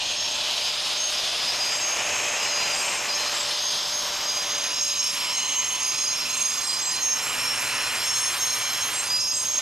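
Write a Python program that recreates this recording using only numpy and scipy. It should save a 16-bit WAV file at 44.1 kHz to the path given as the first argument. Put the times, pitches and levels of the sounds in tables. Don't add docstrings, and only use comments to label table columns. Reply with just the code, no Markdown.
import sys
import numpy as np
from scipy import signal
from scipy.io import wavfile
from scipy.ndimage import uniform_filter1d, map_coordinates

SR = 44100
rng = np.random.default_rng(int(sys.argv[2]) if len(sys.argv) > 2 else 0)


def waveform_to_disk(signal):
    frames = np.transpose(np.atleast_2d(signal))
    scaled = np.clip(frames, -1, 1) * 32767
    samples = np.round(scaled).astype(np.int16)
    wavfile.write(sys.argv[1], SR, samples)


N = 423801
TIME = np.arange(N) / SR

# t/s, speed/(turns per s)
BLADE_SPEED = [(0, 128.4), (.3, 129), (.65, 129), (.9, 129.9), (1.45, 130.1), (1.9, 128.4), (2.3, 127.3),
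               (2.85, 124.3), (3.2, 126.1), (3.65, 127.5), (4, 127.5), (4.9, 123.9), (5.7, 124),
               (6.25, 126.6), (6.85, 126.9), (7.45, 124.4), (8.3, 123.4), (8.85, 123.9), (9.6, 128.3)]
RIDE_HZ_PER_TURN, USUAL_SPEED = 4.0, 126.3

# t/s, level/dB
DRONE_LEVEL = [(0, -60), (.9, -72), (1.9, -61), (2.15, -54), (2.5, -66), (4.5, -72), (6.9, -68), (7.3, -58),
               (7.85, -55.5), (8.5, -54.5), (9.61, -60)]

# t/s, share of the turn (0-1)
TURN = [(4.1, 0), (4.6, 0.97)]
# t/s, left minus right/dB
PAN = [(0, 0), (4.1, 0), (4.7, -1.7), (5.3, -1.9), (6.7, -3.4), (7.4, -1.9), (8.3, -1), (9.4, -2.7)]
# f/Hz, phase/rad
LEAD_PHASE = [(1200, -0.039), (2200, -0.63), (3300, -0.93), (5000, -0.51), (7500, -0.52), (10500, -0.14)]
# f/Hz, phase/rad
DIFFRACTION_PHASE = [(11200, 0), (11800, .7), (12300, 1.9), (15000, 1.9)]

# t/s, whine level/dB, gain of the gear buzz past the legs/dB
MOTOR_LEVELS = [(0, -49, 1), (.8, -47.5, -5), (1.6, -48.5, 1), (2.4, -43, 0), (3.2, -45.5, 3), (4, -47, -9),
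                (4.6, -46, 2.5), (4.85, -52.5, -6), (5.6, -56.5, -4), (6.3, -54, -4), (6.65, -58, 0),
                (7.2, -55, 5), (8.4, -56, 4.5), (9.6, -54, -9)]
GEAR_RATIO = 14 / 3
# multiple of armature speed, relative level/dB
ARMATURE_OVERTONES = [(2, -12.5), (9, -8), (10, -36), (12, -6)]
# multiple of blade speed, relative level/dB
GEAR_BUZZ = [(4, -57.5), (6, -58), (7, -56), (14, -49.5), (15, -49.5), (16, -54), (19, -46), (23, -47.5),
             (26, -56), (28, -56), (33, -50)]
# t/s, then level/dB of each multiple of blade speed listed below
HUM_LEVELS = [(0, -54, -68, -67), (1.1, -54, -69, -70), (1.8, -54, -60, -62), (4.25, -56, -69, -68),
              (4.55, -46, -67, -67), (4.85, -54, -67, -68), (5.25, -48, -67, -66), (5.75, -44.5, -67, -68),
              (6.1, -53, -63, -65), (6.9, -51, -63, -65), (7.25, -51, -56, -61), (7.8, -50, -55, -56),
              (8.1, -53, -63, -63), (9.61, -54, -62, -65)]
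HUM_MULTIPLES = (8, 2, 1)

# t/s, length/s, level/dB, multiple of blade speed
CHATTER_NOTES = [(1.56, .24, -30, 38), (1.8, .14, -37, 38), (2.39, .44, -34.5, 39), (2.38, .3, -37, 41),
                 (2.44, .25, -37.5, 33), (2.4, .45, -42, 23), (3.08, .25, -38, 33), (3.06, .26, -42, 41),
                 (4.85, 1.05, -44, 24), (4.5, .65, -40.5, 39), (3.5, .5, -39, 50), (5.96, .19, -32, 39),
                 (5.96, .43, -39.5, 33), (6.0, 1.2, -52, 19), (7.2, 1.95, -47.5, 19), (7.85, .5, -47, 15),
                 (7.3, 1.1, -50, 20), (7.75, .9, -50, 26), (8.65, .25, -42, 26), (7.98, .33, -48, 28),
                 (8.97, .42, -45, 21), (9.0, .15, -42, 19), (9.12, .085, -28, 39), (9.195, .08, -30.5, 43),
                 (9.18, .13, -37, 41)]
CHATTER_FADE_S = .09

SQUEAL_MODES = {"A": (4166, 19, -46, 0, 1.3), "B": (4915.5, 16, -42.5, 0.24, -0.1),
                "C": (5422.5, 6.5, -39.5, -0.4, 0.3), "D": (6431, 9, -40.5, 0.2, 0),
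                "E": (7609.5, 14.5, -43, 0.5, 1), "F": (8611, 15, -49, 2, 0.6)}
# t/s, length/s, level/dB, mode name
SQUEALS = [(1.3, .28, -42, "A"), (3.078, 0.26, -43, "A"), (3.46, 0.11, -36, "A"), (5.3, 0.2, -39, "A"),
           (6.57, .25, -40.5, "A"), (6.92, .11, -37.5, "A"), (.6, 0.23, -35, "B"), (.93, .08, -34, "B"),
           (1.12, 0.09, -32.5, "B"), (1.26, .17, -36, "B"), (1.45, 0.076, -28.5, "B"),
           (1.54, 0.31, -39, "B"), (2.547, 0.082, -37, "B"), (2.704, 0.11, -36, "B"),
           (3.088, .08, -29.5, "B"), (3.2, 0.8, -36.5, "B"), (4.255, 0.18, -29.5, "B"),
           (4.45, 0.92, -38, "B"), (4.878, 0.1, -33.5, "B"), (5.806, 0.48, -35.5, "B"),
           (6.2, .13, -37, "B"), (6.45, .22, -36.5, "B"), (6.673, 0.13, -28.5, "B"),
           (6.857, 0.13, -30.5, "B"), (7.953, .06, -34, "B"), (9.05, 0.33, -30, "B"),
           (.15, 0.14, -32.5, "C"), (1.5, .08, -38, "C"), (3.13, .06, -32, "C"), (4.72, 0.2, -34, "C"),
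           (4.98, 0.16, -30, "C"), (5.2, 0.17, -33, "C"), (5.962, 0.32, -35, "C"), (6.137, 0.09, -30, "C"),
           (7.56, 0.25, -38, "C"), (7.015, 0.25, -34.5, "C"), (7.378, .16, -29, "C"),
           (7.777, 0.14, -36, "C"), (8.007, 0.3, -30.5, "C"), (8.388, 0.17, -31.5, "C"),
           (8.64, 0.21, -34.5, "C"), (9.195, 0.13, -31, "C"), (0.068, .33, -38.5, "D"),
           (.165, .06, -32, "D"), (0.975, 0.11, -28.5, "D"), (1.533, 0.23, -37, "D"),
           (1.745, 0.21, -30, "D"), (2.027, 0.43, -35, "D"), (2.49, .08, -29, "D"), (2.6, 0.37, -41, "D"),
           (3.13, 0.06, -30, "D"), (3.62, .08, -31.5, "D"), (3.925, 0.088, -31, "D"),
           (4.23, 0.73, -33, "D"), (4.8, 0.07, -24, "D"), (4.855, 0.27, -31.5, "D"),
           (4.98, 0.061, -26, "D"), (5.333, 0.37, -28.5, "D"), (5.54, 0.084, -25, "D"),
           (5.664, 0.099, -27.5, "D"), (5.8, 0.13, -28.5, "D"), (5.94, 0.22, -29, "D"),
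           (6.295, 0.33, -29.5, "D"), (6.4, 0.11, -25, "D"), (6.77, .23, -32.5, "D"),
           (7.01, 0.15, -25, "D"), (7.14, .08, -40, "D"), (7.54, 0.067, -40, "D"),
           (8.048, 0.26, -29.5, "D"), (8.385, 0.18, -27, "D"), (8.597, 0.18, -31.5, "D"),
           (8.802, .07, -29.5, "D"), (8.93, 0.21, -33.5, "D"), (9.184, 0.044, -26.5, "D"),
           (9.267, 0.22, -28, "D"), (9.43, 0.17, -25, "D"), (.31, .06, -40, "E"), (1.716, 0.13, -37, "E"),
           (2.12, 0.35, -39, "E"), (2.722, 0.29, -36.5, "E"), (3.32, .14, -36, "E"),
           (5.12, 0.59, -41.5, "E"), (6.354, 0.064, -36, "E"), (6.623, .14, -35.5, "E"),
           (6.814, 0.084, -29.5, "E"), (7.218, 0.11, -34.5, "E"), (8.925, 0.11, -31.5, "E"),
           (9.33, 0.098, -34, "E"), (2.74, .23, -39, "F"), (6.35, 0.041, -36, "F"), (6.626, 0.12, -35, "F"),
           (7.905, 0.45, -42, "F"), (8.918, 0.14, -37, "F"), (9.34, 0.097, -37, "F")]
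ATTACK_S, RING_S = .055, 0.041
STRAY_HZ, STRAY_RATE_HZ = 8, 3
# f/Hz, width/Hz, relative level/dB
BROAD_MODES = [(5200, 110, 2), (2965, 160, -13)]
# t/s, level/dB
BIND_LEVEL = [(0, -56), (2.3, -50), (2.9, -46), (3.45, -45), (4.1, -47), (4.35, -53), (4.8, -46),
              (5.25, -45), (5.55, -50), (6.15, -50), (6.45, -57), (8, -49), (9.6, -54)]
# f/Hz, width/Hz, level relative to the treble/dB
TOP_MODES = [(8780, 30, -4), (9783, 25, -13), (10006, 20, -3.5), (10120, 40, -13.5), (10700, 40, -16),
             (11720, 55, -7), (12330, 55, -7.5), (12750, 40, -18), (13189, 20, -12), (13991, 30, -22)]

# f/Hz, relative level/dB
RASP_SPECTRUM = [(30, -18), (100, -16.5), (280, -13.5), (480, -8.5), (600, -6.5), (760, -5), (1050, -3),
                 (1500, -4), (2150, -4.5), (2500, -1.5), (3100, -1), (4500, -4), (7000, -8), (8100, -15),
                 (11200, -18.5), (12400, -15.5), (13600, -18.5), (15400, -30)]
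RASP_DB = -29.5
# t/s, level/dB
BODY_LEVEL = [(0, -40), (0.55, -38.5), (1.2, -38), (2.05, -32.5), (2.55, -33), (3.2, -33.5), (3.75, -38),
              (4.15, -36), (4.55, -36), (4.72, -38), (4.87, -41), (5.1, -40), (5.25, -37.5), (5.8, -39),
              (6.5, -39), (7.12, -37), (7.25, -35.5), (7.9, -35), (8.5, -36), (9.05, -36), (9.25, -41.5),
              (9.61, -38)]
# t/s, level/dB
SNARL_LEVEL = [(0, -35.5), (0.55, -34.5), (1.45, -35), (2.05, -32.5), (3.05, -33.5), (3.5, -35.5),
               (3.95, -38), (4.5, -36.5), (4.85, -35.5), (5.25, -33), (6.05, -34), (6.4, -32.5),
               (6.65, -37), (7.05, -35.5), (7.4, -32.5), (7.9, -32), (8.5, -35), (9.05, -33.5), (9.25, -39),
               (9.61, -36)]
# t/s, level/dB
EDGE_LEVEL = [(0, -32), (0.55, -29.5), (1.45, -30.5), (1.9, -38), (3.05, -38.5), (3.35, -32.5), (3.75, -29),
              (4.1, -34.5), (4.7, -34.8), (5.4, -36), (6.1, -39), (6.7, -36), (7.05, -39), (8.3, -35.5),
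              (8.55, -35.5), (9.05, -37), (9.25, -41), (9.61, -35.5)]
# t/s, level/dB
TREBLE_LEVEL = [(0, -54), (0.6, -50), (1.5, -49), (2.3, -51.5), (3.2, -48.5), (3.95, -48), (4.4, -50),
                (4.85, -46), (5.198, -42.5), (5.55, -46.5), (6.6, -42), (7.08, -44.5), (7.3, -41.5),
                (8.3, -38.5), (9.05, -41.5), (9.3, -46), (9.61, -44.5)]
# f/Hz, shares of body, snarl, edge and treble
FOLLOW_SHARES = [(160, 0, -0.052, -0.16, -0.1), (400, 0.76, 0.035, -0.043, -0.28),
                 (680, 1.05, 0.43, 0.21, -0.3), (1060, 1.08, -0.32, 0.0025, 0.0027),
                 (1480, 1.2, -0.023, 0.088, 0.41), (2240, 1.24, 0.69, 0.14, 0.078),
                 (2590, 0.013, 1.9, -0.13, -0.44), (3570, 0.17, -0.039, 0.96, -0.25),
                 (4400, 0.007, 0.21, 1, -0.0056), (5300, 0.92, -1.2, 0.51, -0.29),
                 (7040, 0.3, 0.63, -0.62, -0.29), (10200, 0.3, 1.5, 0.74, 0.74),
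                 (12100, 0.7, -1.4, -0.31, 0.79), (14000, 0.65, 0.5, -0.12, 0.77)]
# f/Hz, gain/dB
TURNED_COLOUR = [(150, -0.5), (300, 2), (480, -0.5), (800, -0.5), (1050, 1), (1550, -0.5), (2000, 1.5),
                 (2700, 1.5), (3600, 1.5), (4600, -0.5), (6000, 0.5), (8100, -4), (10500, 2.5),
                 (12200, -4.5), (13600, -10)]
# t/s, delay/s, comb depth/dB
BOUNCE = [(0, 0.0012, 1.5), (1.45, 0.0014, 0.5), (1.7, 0.0015, 0), (2.9, 0.0018, -0.5), (3.3, 0.0012, -0.5),
          (4.4, 0.0013, 1), (4.6, 0.00078, 0), (4.95, 0.00077, 1.5), (5.45, 0.001, 3), (5.95, 0.00087, 1.5),
          (6.4, 0.0008, 2), (7.1, 0.0011, 0.5), (7.4, 0.00069, 1), (8, 0.00069, 0.5), (9.6, 0.0013, 0.5)]
DUCK_DB = -26

EDGE_HZ = 15300


def amp(db):
    return 10 ** (np.asarray(db) / 20)


def unit(x):
    return x / np.sqrt(np.mean(abs(x) ** 2) + 1e-20)


def curves(rows, t=TIME):
    s, *columns = np.transpose(rows)
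    return [np.interp(t, s, column) for column in columns]


def swing_db(rows, t=TIME):
    return 20 * np.log10(unit(amp(curves(rows, t)[0])))


def read(points, hz):
    f, value = np.transpose(points)
    return np.interp(np.log(hz + 1), np.log(f), value)


def wander(rate_hz):
    knots = rng.standard_normal(8000)
    return unit(np.interp(TIME * 2 * rate_hz, np.arange(len(knots)), knots))


def grip(rate_hz, depth_db):
    t = TIME[::100]
    knots = rng.standard_normal(2000)
    state = np.tanh(2 * unit(np.interp(t * 2 * rate_hz, np.arange(len(knots)), knots)))
    return np.interp(TIME, t, unit(amp(depth_db * state)))


def gate(start, length, attack_s, release_s, t=TIME):
    rise = np.clip((t - start) / attack_s + .5, 0, 1)
    fall = np.clip((start + length - t) / release_s + .5, 0, 1)
    return rise * fall


def tone(turns, multiple):
    return np.sqrt(2) * np.sin(2 * np.pi * (multiple * turns + rng.random()))


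def resonate(x, hz, width):
    r = np.exp(-np.pi * width / SR)
    return signal.lfilter([1 - r], [1, -r * np.exp(2j * np.pi * hz / SR)], x)


def crossover(low, high, corner_hz):
    def band(kind, x):
        return signal.sosfilt(signal.butter(2, corner_hz, kind, fs=SR, output="sos"), x)

    return band("low", low) + band("high", high)


def air(db, corner_hz):
    lowpass = signal.butter(2, corner_hz, fs=SR, output="sos")
    return amp(db) * unit(signal.sosfilt(lowpass, rng.standard_normal((2, N))))


def drone(hz=108, width=50):
    once = resonate(rng.standard_normal(N), hz, width)
    return amp(curves(DRONE_LEVEL)[0]) * unit(resonate(once, hz, width).real)


def yard(x, t60=0.7, echo_db=-25, count=300):
    length = SR // 4
    taps = np.zeros(length)
    taps[rng.integers(40, length, count)] = rng.choice([-1., 1.], count)
    taps *= amp(-60 * TIME[:length] / t60)
    return amp(echo_db) * signal.fftconvolve(x, taps / np.linalg.norm(taps))[:N]


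def ports(x, scatter=0.17, blur=0.14):
    hz, t, z = signal.stft(x, SR, nperseg=512)
    pan_db, turn = curves(PAN, t)[0], curves(TURN, t)[0]
    noise = uniform_filter1d(rng.standard_normal(z.shape), size=8, axis=0)
    drift = unit(uniform_filter1d(noise, size=5, axis=1))
    lead = read(LEAD_PHASE, hz)[:, None] * turn
    phase = lead + read(DIFFRACTION_PHASE, hz)[:, None] * (2 * turn - 1)
    phase_spread = (scatter * phase + blur * turn) * drift
    tilt = amp(pan_db / 2) * np.exp(.5j * (phase + phase_spread))
    return signal.istft(np.array([z * tilt, z / tilt]), SR, nperseg=512)[1][:, :N]


def motor(turns, waver_db=-4.0, overtone_db=-49):
    turns = turns + .012 * wander(22)
    whine_db, buzz_db = curves(MOTOR_LEVELS)
    whine = amp(whine_db) * grip(14, depth_db=2.5) * tone(turns, GEAR_RATIO)
    overtones = sum(amp(overtone_db + db + waver_db * wander(4.2)) * tone(turns, k * GEAR_RATIO)
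                    for k, db in ARMATURE_OVERTONES)
    hum = sum(amp(db) * grip(10, depth_db=3) * tone(turns, k)
              for k, db in zip(HUM_MULTIPLES, curves(HUM_LEVELS)))
    buzz = sum(amp(db) * grip(9.7, depth_db=3.0) * tone(turns, k) for k, db in GEAR_BUZZ)
    return whine + overtones + hum + amp(buzz_db - 5.5) * buzz


def chatter(turns, waver_db=1.6):
    out = np.zeros(N)
    for start, length, db, multiple in CHATTER_NOTES:
        envelope = grip(14, depth_db=waver_db) * gate(start, length, CHATTER_FADE_S, CHATTER_FADE_S)
        out += amp(db) * envelope * tone(turns, multiple)
    return out


def rim_force(turns, wear_turns, fresh, size=400):
    keep = np.exp(-1 / wear_turns)
    rim = signal.lfilter([1], [1, -keep], rng.standard_normal((1500, size)), axis=0).ravel()
    repeated = map_coordinates(rim, [(turns + 100) * size], order=3)
    fresh = np.clip(fresh, 0, 1)
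    return np.sqrt(1 - fresh) * unit(repeated) + np.sqrt(fresh) * rng.standard_normal(N)


def squeal_gain(name, let_go_s=0.022):
    t = np.arange(N // 50 + 1) * 50 / SR
    gain = np.zeros(len(t))
    for start, length, db, mode in SQUEALS:
        if mode == name:
            rise = np.clip((t - start) / ATTACK_S + .5, 0, 1)
            decay = np.exp(-np.maximum(t - start - length + let_go_s, 0) / RING_S)
            gain = np.maximum(gain, amp(db) * rise * decay)
    return np.interp(TIME, t, gain)


def sing(force, hz, width, hold_s, stray_hz=0, skirt_hz=240, ride_hz=0):
    ride = np.exp(2j * np.pi * np.cumsum(ride_hz) / SR)
    stray = np.exp(2j * np.pi * np.cumsum(stray_hz) / SR)
    ringing = resonate(resonate(force / ride, hz, width), hz, skirt_hz)
    swing = ringing * ride * stray
    window = max(int(hold_s * SR), 2)
    power = uniform_filter1d(uniform_filter1d(abs(swing) ** 2, window), window)
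    return np.sqrt(2) * swing.real / np.sqrt(abs(power) + 1e-15)


def blade(turns, squeals, flutter=0.018):
    rim, grit = rim_force(turns, wear_turns=13.6, fresh=0.18), rng.standard_normal(N)

    def force(free):
        free = np.clip(free, 0, 1)
        return np.sqrt(1 - free) * rim + np.sqrt(free) * grit

    out = np.zeros(N)
    treble_db = swing_db(TREBLE_LEVEL)
    ride_hz = RIDE_HZ_PER_TURN * (curves(BLADE_SPEED)[0] - USUAL_SPEED)
    for name, (hz, width, idle_db, free, follow) in SQUEAL_MODES.items():
        beam = 1 + flutter * np.cos(2 * np.pi * (turns + rng.random()))
        idle = amp(idle_db + follow * treble_db) * grip(12, depth_db=3.0)
        level = np.hypot(idle, squeals[name]) * grip(16, depth_db=1.7)
        stray = STRAY_HZ * wander(STRAY_RATE_HZ)
        out += level * beam * sing(force(free), hz, width, hold_s=0.028, stray_hz=stray, ride_hz=ride_hz)

    scrape = force(free=0.25)
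    broad_levels = curves(BIND_LEVEL) + curves(SNARL_LEVEL)
    for (hz, width, db), level_db in zip(BROAD_MODES, broad_levels):
        out += amp(db + level_db) * grip(14, depth_db=6.5) * sing(scrape, hz, width, hold_s=0.096)
    top = sum(amp(db) * grip(8, depth_db=5.5) * sing(scrape, hz, width, hold_s=0.08)
              for hz, width, db in TOP_MODES)
    return out + amp(curves(TREBLE_LEVEL)[0]) * top


def rasp(turns, chips_per_s=1500, chip_spread_db=3.0, chip_db=-10, wobble=0.041, judder_db=0.9):
    sizes = amp(chip_spread_db * np.minimum(rng.exponential(1, N), 4)) * rng.choice([-1, 1], N)
    chips = unit(sizes * (rng.random(N) < chips_per_s / SR))
    rim = rim_force(turns, wear_turns=23.5, fresh=0.72)
    scrape = crossover(rng.standard_normal(N), rim, corner_hz=1530)
    force = scrape + amp(chip_db) * chips
    force *= (1 + wobble * np.cos(2 * np.pi * turns)) * grip(35, depth_db=judder_db)

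    hz, t, z = signal.stft(force, SR, nperseg=1024)
    at_hz, *shares = np.transpose(FOLLOW_SHARES)
    levels = (BODY_LEVEL, SNARL_LEVEL, EDGE_LEVEL, TREBLE_LEVEL)
    motion_db = sum(np.outer(read(list(zip(at_hz, share)), hz), swing_db(level, t))
                    for share, level in zip(shares, levels))
    turned_db = np.outer(read(TURNED_COLOUR, hz), curves(TURN, t)[0])
    delay, ripple_db = curves(BOUNCE, t)
    comb_db = ripple_db * np.cos(2 * np.pi * hz[:, None] * delay)
    spectrum_db = read(RASP_SPECTRUM, hz)[:, None]
    shaped = z * amp(motion_db + turned_db + comb_db + spectrum_db)
    return amp(RASP_DB) * unit(signal.istft(shaped, SR, nperseg=1024)[1][:N])


def scene():
    turns = np.cumsum(curves(BLADE_SPEED)[0] + 0.0801 * wander(12)) / SR
    squeals = {name: squeal_gain(name) for name in SQUEAL_MODES}
    squeal_power = sum(gain ** 2 for gain in squeals.values())
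    duck = unit(1 / np.sqrt(1 + squeal_power / amp(DUCK_DB) ** 2))
    grinder = duck * rasp(turns) + blade(turns, squeals) + chatter(turns) + motor(turns)
    return ports(grinder + yard(grinder)) + drone() + air(db=-67, corner_hz=207)


def record(dry):
    lowpass = signal.firwin(511, EDGE_HZ, window=("kaiser", 9), fs=SR)
    return signal.oaconvolve(dry, lowpass[None], "same")


dry = scene()
out = record(dry)
waveform_to_disk(out)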